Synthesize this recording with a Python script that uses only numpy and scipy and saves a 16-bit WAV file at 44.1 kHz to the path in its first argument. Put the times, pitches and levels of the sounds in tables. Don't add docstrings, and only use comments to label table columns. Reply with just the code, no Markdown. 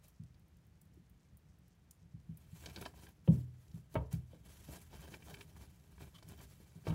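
import sys
import numpy as np
from scipy import signal
from scipy.fft import rfft, irfft, next_fast_len
from scipy.io import wavfile
from scipy.ndimage import uniform_filter1d, map_coordinates

SR = 44100
rng = np.random.default_rng(int(sys.argv[2]) if len(sys.argv) > 2 else 0)


def to_wav(s):
    ch = np.atleast_2d(s).T
    pcm = np.round(np.clip(ch, -1, 1) * 32767)
    wavfile.write(sys.argv[1], SR, pcm.astype(np.int16))


N = 306054


def amp(db):
    return 10 ** (np.asarray(db) / 20)


def unit(x):
    return x / np.sqrt(np.mean(x ** 2) + 1e-20)


def blow_unit(x):
    return x / np.sqrt(np.mean(x[:SR // 30] ** 2) + 1e-20)


def peaked(x):
    return x / (np.abs(x).max() + 1e-20)


def along(points, hz):
    point_hz, values = np.transpose(points)
    return np.interp(np.log(hz + 1), np.log(point_hz), values)


def wobble(rate):
    knots = rng.standard_normal(N // 20)
    return map_coordinates(knots, [np.arange(N) * rate / SR], mode="wrap")


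def filtered(x, response):
    size = next_fast_len(len(x) + 8192)
    spectrum = rfft(x, size) * response(np.fft.rfftfreq(size, 1 / SR))
    return irfft(spectrum, size)[:len(x)]


def coloured(x, spectrum):
    return unit(filtered(x, lambda hz: amp(along(spectrum, hz))))


def resonance(hz, centre, width):
    return 1j * hz * width / (centre ** 2 - hz ** 2 + 1j * hz * width)


MODE_SCATTER_DB = 1.5


def ring(modes, t):
    total = np.zeros(len(t))
    for hz, db, t60 in modes:
        level_db = db + MODE_SCATTER_DB * rng.standard_normal()
        total += amp(level_db - 60 * t / t60) * np.sin(2 * np.pi * hz * t)
    return total


def grains(size, rate, spread_db):
    hit = rng.random(size) < rate / SR
    sign = rng.choice([-1, 1], size)
    strength = amp(spread_db * np.clip(rng.standard_normal(size), -2, 2))
    return unit(hit * sign * strength)


def patchy(x, patchy_db):
    z = signal.stft(x, nperseg=256)[2]
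    field = uniform_filter1d(rng.standard_normal(z.shape), size=4, axis=0)
    field = uniform_filter1d(field, size=7, axis=1)
    shaded = signal.istft(z * amp(patchy_db * unit(field)), nperseg=256)[1]
    return unit(shaded[:len(x)])


def add(track, s, sound):
    part = track[round(s * SR):][:len(sound)]
    part += sound[:len(part)]


# (f/Hz, level/dB)
RUMBLE_SPECTRUM = [(30, -8), (55, 0), (78, 1), (110, -5), (170, -3), (230, -16.5), (330, -22), (700, -77)]
# (f/Hz, level/dB)
HISS_SPECTRUM = [(160, -18.5), (280, -7.5), (420, -8.5), (520, -10.5), (1050, -16.5), (1900, -17.5),
                 (7000, -29), (16000, -36)]


def room_tone():
    lumps = amp(3.2 * np.tanh(wobble(rate=20)))
    rumble = amp(-65.0) * lumps * coloured(rng.standard_normal(N), RUMBLE_SPECTRUM)
    hiss = amp(-78.5) * coloured(rng.standard_normal(N), HISS_SPECTRUM)
    return rumble + hiss


# (f/Hz, t60/s)
ROOM_DECAY = [(150, 0.41), (800, 0.17), (3000, 0.099), (14000, 0.2)]


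def reflections(x, near_db, near_s, room_db):
    hz, t, z = signal.stft(rng.standard_normal(SR // 2), SR, nperseg=256)
    fade = amp(-60 * t / along(ROOM_DECAY, hz)[:, None])
    tail = signal.istft(z * fade, SR, nperseg=256)[1]
    t = np.arange(len(tail)) / SR
    walls = grains(len(t), rate=2000, spread_db=0.0) * np.exp(-t / near_s)
    walls = walls * (t > .002)
    response = amp(near_db) * walls / np.linalg.norm(walls)
    response = response + amp(room_db) * tail / np.linalg.norm(tail)
    return signal.fftconvolve(x, response)[:N]


# (t/s, level/dB)
STIRRING = [(0, -89.5), (2.15, -91.5), (2.45, -75), (3.2, -85), (4.3, -81.5), (4.7, -73.5), (5.5, -73),
            (5.85, -76), (6.6, -74), (6.94, -74)]
STIR_RASP_DB = -1.5
# (t/s, length/s, shavings level/dB, rasp on wood over the shavings level/dB)
BONE_TUGS = [(0.008, 0.061, -71.5, -23), (2.515, 0.11, -67.5, -21), (2.594, 0.12, -66.5, 5),
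             (2.717, 0.15, -64, 4), (2.933, 0.15, -68.5, 3), (3.235, 0.17, -71.5, -17),
             (3.299, 0.029, -63.5, -20), (3.57, 0.086, -76, -16), (3.72, 0.059, -71, -13),
             (3.894, 0.041, -70, -4), (4.106, 0.023, -58.5, 2), (4.288, 0.074, -78.5, 8),
             (4.431, 0.091, -66.5, 2), (4.48, 0.34, -68, -7), (4.674, 0.092, -62.5, 4.5),
             (4.898, 0.07, -65.5, 3), (4.965, 0.134, -67, 5.5), (5.101, 0.045, -64.5, 10),
             (5.231, 0.11, -65.5, 6), (5.365, 0.048, -66, 2.5), (5.5, 0.1, -76.5, 4),
             (5.584, 0.036, -63.5, 6.5), (5.979, 0.07, -65.5, 6), (6.127, 0.026, -67, 0.5),
             (6.25, 0.072, -68, 6.5), (6.347, 0.082, -64, -2), (6.463, 0.076, -70.5, -11),
             (6.831, 0.072, -66, 10.5)]
TUG_ATTACK_S, TUG_RELEASE_S = 0.037, 0.027


def bed_motion():
    t = np.arange(N) / SR
    shavings_power = amp(np.interp(t, *np.transpose(STIRRING))) ** 2
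    rasp_power = shavings_power * amp(STIR_RASP_DB) ** 2
    for s, length, db, wood_db in BONE_TUGS:
        swell = np.clip((t - s) / TUG_ATTACK_S, 0, 1)
        release = np.exp(-np.clip(t - s - length, 0, 1) / TUG_RELEASE_S)
        push = amp(db) * swell * release
        shavings_power = shavings_power + push ** 2
        rasp_power = rasp_power + (amp(wood_db) * push) ** 2
    return np.sqrt(shavings_power), np.sqrt(rasp_power)


def cage_rumble(rasp_gain):
    lumps = amp(3.5 * np.tanh(wobble(rate=22)))
    murmur = unit(lumps * coloured(rng.standard_normal(N), RUMBLE_SPECTRUM))
    return amp(-25.5) * np.sqrt(rasp_gain) * murmur


TAP_S, TAP_DB, TAP_HZ, TAP_RISE_S = 0.97, -56, 320, 0.006


def tap():
    t = np.maximum(np.arange(N) / SR - TAP_S, 0)
    u = (t / TAP_RISE_S) ** 2
    return amp(TAP_DB) * peaked(u * np.exp(-u) * np.sin(2 * np.pi * TAP_HZ * t))


def chewing():
    crackle = grains(N, rate=580, spread_db=5.5) * amp(7.8 * np.tanh(wobble(rate=33)))
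    return amp(-91.0) * unit(filtered(crackle, lambda hz: resonance(hz, 5870, 4200) ** 2))


# (t/s, peak level/dB, centre f/Hz)
TOOTH_SNAPS = [(0.082, -52, 12900), (0.2362, -60, 6240), (0.815, -52.5, 10800), (1.097, -62, 12800),
               (1.371, -55, 13100), (1.9098, -46.5, 8800), (2.373, -42.5, 13600), (3.09, -51.5, 15300),
               (4.128, -44, 9900), (6.288, -46, 8700)]
NIBBLE_TIMES = [0.395, 0.482, 0.569, 0.667, 0.854, 0.941, 1.587, 1.681]
NIBBLE_DB, NIBBLE_SCATTER_DB, NIBBLE_HZ = -66.5, 2, 12000


def teeth():
    track, t = np.zeros(N), np.arange(SR // 20) / SR
    nibbles = [(s, NIBBLE_DB + NIBBLE_SCATTER_DB * rng.standard_normal(), NIBBLE_HZ) for s in NIBBLE_TIMES]
    for s, db, centre_hz in [*TOOTH_SNAPS, *nibbles]:
        snap = 1.3 * rng.standard_normal(len(t)) * np.exp(-t / 0.0034)
        snap[0] = 1
        snap = filtered(snap, lambda hz: resonance(hz, centre_hz, 10000) ** 2 + 0.0079)
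        add(track, s, amp(db) * peaked(snap))
    return track


# (t/s, level/dB, centre of the push f/Hz)
FLOOR_THUMPS = [(0.195, -48, 130), (0.99, -61.5, 169), (2.138, -49, 99), (2.288, -45, 133),
                (2.525, -51, 94), (3.283, -21.5, 135), (3.331, -41.5, 222), (3.738, -45.5, 119),
                (3.962, -35.5, 70), (4.132, -36, 97.5), (4.686, -57, 120), (6.754, -52.5, 145),
                (6.877, -37, 74), (6.898, -36.5, 160)]
# (f/Hz, level/dB, t60/s)
CAGE_FLOOR_MODES = [(66.5, -2, 0.32), (84.45, -13.5, 0.72), (106.1, 3.5, 0.15), (123.4, -7.5, 0.63),
                    (133.2, 13.5, 0.059), (154.4, 6, 0.2), (198.2, -6.5, 0.18), (247, -9.5, 0.066),
                    (293, -9.5, 0.16)]
STEP_DB, STEP_DAMPING_PER_S, DAMPING_HALVES_DB = -47.5, 5.2, 10
STIFFENING, RELAX_S = 0.031, 0.12
SHUDDER_DB, SHUDDER_HZ, SHUDDER_T60_S = -8.5, 218, 0.34


def thumps():
    track, t = np.zeros(N), np.arange(SR) / SR
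    sinking = t + STIFFENING * RELAX_S * (1 - np.exp(-t / RELAX_S))
    for s, db, push_hz in FLOOR_THUMPS:
        damping = STEP_DAMPING_PER_S * .5 ** ((db - STEP_DB) / DAMPING_HALVES_DB)
        noise = rng.standard_normal(len(t))
        shudder = unit(filtered(noise, lambda hz: resonance(hz, SHUDDER_HZ, SHUDDER_HZ) ** 2))
        boom = ring(CAGE_FLOOR_MODES, sinking)
        boom = boom + shudder * amp(SHUDDER_DB - 60 * t / SHUDDER_T60_S)
        boom = boom * (1 - np.exp(-(t / 0.006) ** 2)) * np.exp(-damping * t)
        softness = 2 + damping / (damping + STEP_DAMPING_PER_S)
        boom = filtered(boom, lambda hz: resonance(hz, push_hz, 1.54 * push_hz) ** softness)
        add(track, s, amp(db) * blow_unit(boom))
    return track


# (t/s, body level/dB, hardness f/Hz)
WOOD_KNOCKS = [(3.276, -41.5, 750), (3.945, -56.5, 1210), (3.9541, -37, 4760), (4.329, -62.5, 550),
               (4.688, -56.5, 630), (6.601, -66, 350), (6.869, -44.5, 2830), (6.903, -53.5, 9000),
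               (6.925, -56, 5000)]
# (f/Hz, level/dB, t60/s)
STRUCK_WOOD_MODES = [(306.6, -1.5, 0.13), (437, -3, 0.22), (491, 10, 0.038), (616, 6.5, 0.023),
                     (917, 1.5, 0.12), (960, 5, 0.027), (1060, -2.5, 0.097), (1152, -2.5, 0.1),
                     (1270, -1, 0.12), (1566, -3, 0.12), (2234, 0.5, 0.062)]
# (f/Hz, level/dB)
CLATTER_SPECTRUM = [(100, -14.5), (330, 6), (520, 7.5), (750, 2.5), (1200, -8), (1700, -8.5), (3100, -3),
                    (6000, -49.5), (16000, -8)]
# (f/Hz, level/dB)
PANEL_SPECTRUM = [(150, -22), (450, 2), (950, -2.5), (1450, -18), (4000, -27)]


def knocks():
    track, t = np.zeros(N), np.arange(SR // 2) / SR
    for s, db, hard_hz in WOOD_KNOCKS:
        noise = coloured(rng.standard_normal(len(t)), CLATTER_SPECTRUM)
        low_clatter = coloured(rng.standard_normal(len(t)), PANEL_SPECTRUM)
        blow = ring(STRUCK_WOOD_MODES, t) * (1 - np.exp(-t / 0.00094))
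        blow = blow + 4.7 * noise * np.exp(-t / 0.01)
        blow = blow + 0.58 * low_clatter * np.exp(-t / 0.049)
        body = blow_unit(filtered(blow, lambda hz: 1 / (1 + 1j * hz / hard_hz) ** 4))
        crack = unit(filtered(noise, lambda hz: resonance(hz, 3570, 4100) ** 2)) * np.exp(-t / 0.0046)
        crack_share = 1.55 * hard_hz / (hard_hz + 4000)
        add(track, s, amp(db) * (body + crack_share * crack))
    return track


# (t/s, peak level/dB, length/s)
RIM_SQUEAKS = [(6.14, -50.5, 0.037), (6.183, -51.5, 0.0097)]


def squeaks():
    track, t = np.zeros(N), np.arange(SR // 10) / SR
    for s, db, length in RIM_SQUEAKS:
        roughness = 1 + .45 * rng.standard_normal(len(t))
        cycles = np.cumsum((1125 - 1000 * t) * roughness) / SR
        slips = np.diff(np.floor(cycles), prepend=0)
        slips = slips * np.sin(np.pi * np.minimum(t / length, 1))
        tone = filtered(slips, lambda hz: resonance(hz, 3020, 280) + 0.5 * resonance(hz, 1460, 780))
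        add(track, s, amp(db) * peaked(tone))
    return track


# (f/Hz, width/Hz, level/dB)
RUBBED_BODY_MODES = [(406.7, 32, 8), (758, 163, 1.5), (1042, 140, -10), (1544, 184, -2.5), (2312, 170, -3),
                     (3060, 186, -8.5), (3620, 460, -12.5), (4590, 430, -17)]
# (f/Hz, level/dB)
GRAIN_SPECTRUM = [(100, -4), (350, -3), (1200, -20.5), (3000, -34), (7000, -50), (16000, -28)]


def rubbed(slips):
    body = filtered(slips, lambda hz: sum(amp(db) * resonance(hz, c, w) for c, w, db in RUBBED_BODY_MODES))
    return unit(body) + coloured(slips, GRAIN_SPECTRUM)


# (t/s, level/dB, pitch f/Hz)
BONE_CATCHES = [(0.342, -74, 4480), (2.658, -46, 3900), (2.760, -46.5, 4280), (2.772, -50.5, 910),
                (2.812, -44.5, 10900), (2.8215, -47, 1090), (2.852, -49, 3200), (2.859, -42.5, 980),
                (2.860, -48.5, 5360), (2.937, -61, 800), (3.066, -58, 2150), (3.679, -67.5, 7100),
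                (3.713, -66.5, 6350), (3.770, -62.5, 700), (3.941, -55, 11900), (4.992, -62, 1450),
                (5.139, -48.5, 2350), (5.222, -58.5, 2400), (5.311, -55.5, 714), (5.340, -49.5, 2580),
                (5.408, -49.5, 2500), (5.563, -60.5, 1150), (5.368, -60, 2400), (5.979, -60.5, 1330),
                (6.004, -55, 1190), (6.224, -57.5, 940), (6.226, -58, 5700), (6.403, -58.5, 1190)]
CRUNCH_S = 0.0049


def crunches():
    track, t = np.zeros(N), np.arange(SR // 10) / SR
    u = t / (CRUNCH_S / 2)
    for s, db, pitch_hz in BONE_CATCHES:
        burst = rubbed(grains(len(t), rate=4600, spread_db=-0.5) * u * np.exp(-u))

        def contact(hz):
            broad = resonance(hz, pitch_hz, 1.7 * pitch_hz) ** 2
            narrow = 0.62 * resonance(hz, pitch_hz, pitch_hz / 10)
            return broad + narrow + 0.51 * resonance(hz, 410, 185)

        add(track, s, amp(db) * unit(filtered(burst, contact)) * np.sqrt(CRUNCH_S / t[-1]))
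    return track


TOP_HZ = 15800
CHIPS_PER_S, CHIP_WIDTH = 28, 0.35


def chips(count):
    total = np.zeros(N)
    for pitch_hz in np.geomspace(1000, TOP_HZ, count):
        snaps = grains(N, rate=CHIPS_PER_S, spread_db=1)
        total += filtered(snaps, lambda hz: resonance(hz, pitch_hz, CHIP_WIDTH * pitch_hz))
    return unit(total)


# (f/Hz, level/dB)
SHAVINGS_SPECTRUM = [(150, -44), (600, 0), (2000, 0), (5000, -3), (7400, -0.5), (9600, -5), (11000, 1.5),
                     (13000, -5), (16000, -6.5)]
CHIP_DB = -9


def bedding(gain):
    crackle = grains(N, rate=3500, spread_db=0.0) * amp(2.7 * wobble(rate=63))
    rustle = coloured(crackle + amp(CHIP_DB) * chips(count=12), SHAVINGS_SPECTRUM)
    return gain * patchy(rustle, patchy_db=2.0)


def dragging(gain):
    slips = grains(N, rate=1200, spread_db=2.5) * amp(2.1 * wobble(rate=75))
    scrapes = amp(4 * np.tanh(1.5 * wobble(rate=60)))
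    return gain * patchy(rubbed(slips * scrapes), patchy_db=2.0)


def scene():
    rustle, rasp = bed_motion()
    mouth = teeth() + chewing()
    bone = crunches() + squeaks() + knocks() + dragging(rasp)
    close = mouth + bone + bedding(rustle)
    echoes = reflections(close, near_db=-13.0, near_s=0.0022, room_db=-9.5)
    return (close + echoes + thumps() + tap() + cage_rumble(rasp) + room_tone())[None]


LOW_CUT_HZ = 51.6


def record(dry):
    return filtered(dry[0], lambda hz: (hz < TOP_HZ) / np.sqrt(1 + (LOW_CUT_HZ / (hz + 1)) ** 10))[None]


dry = scene()
out = record(dry)
to_wav(out)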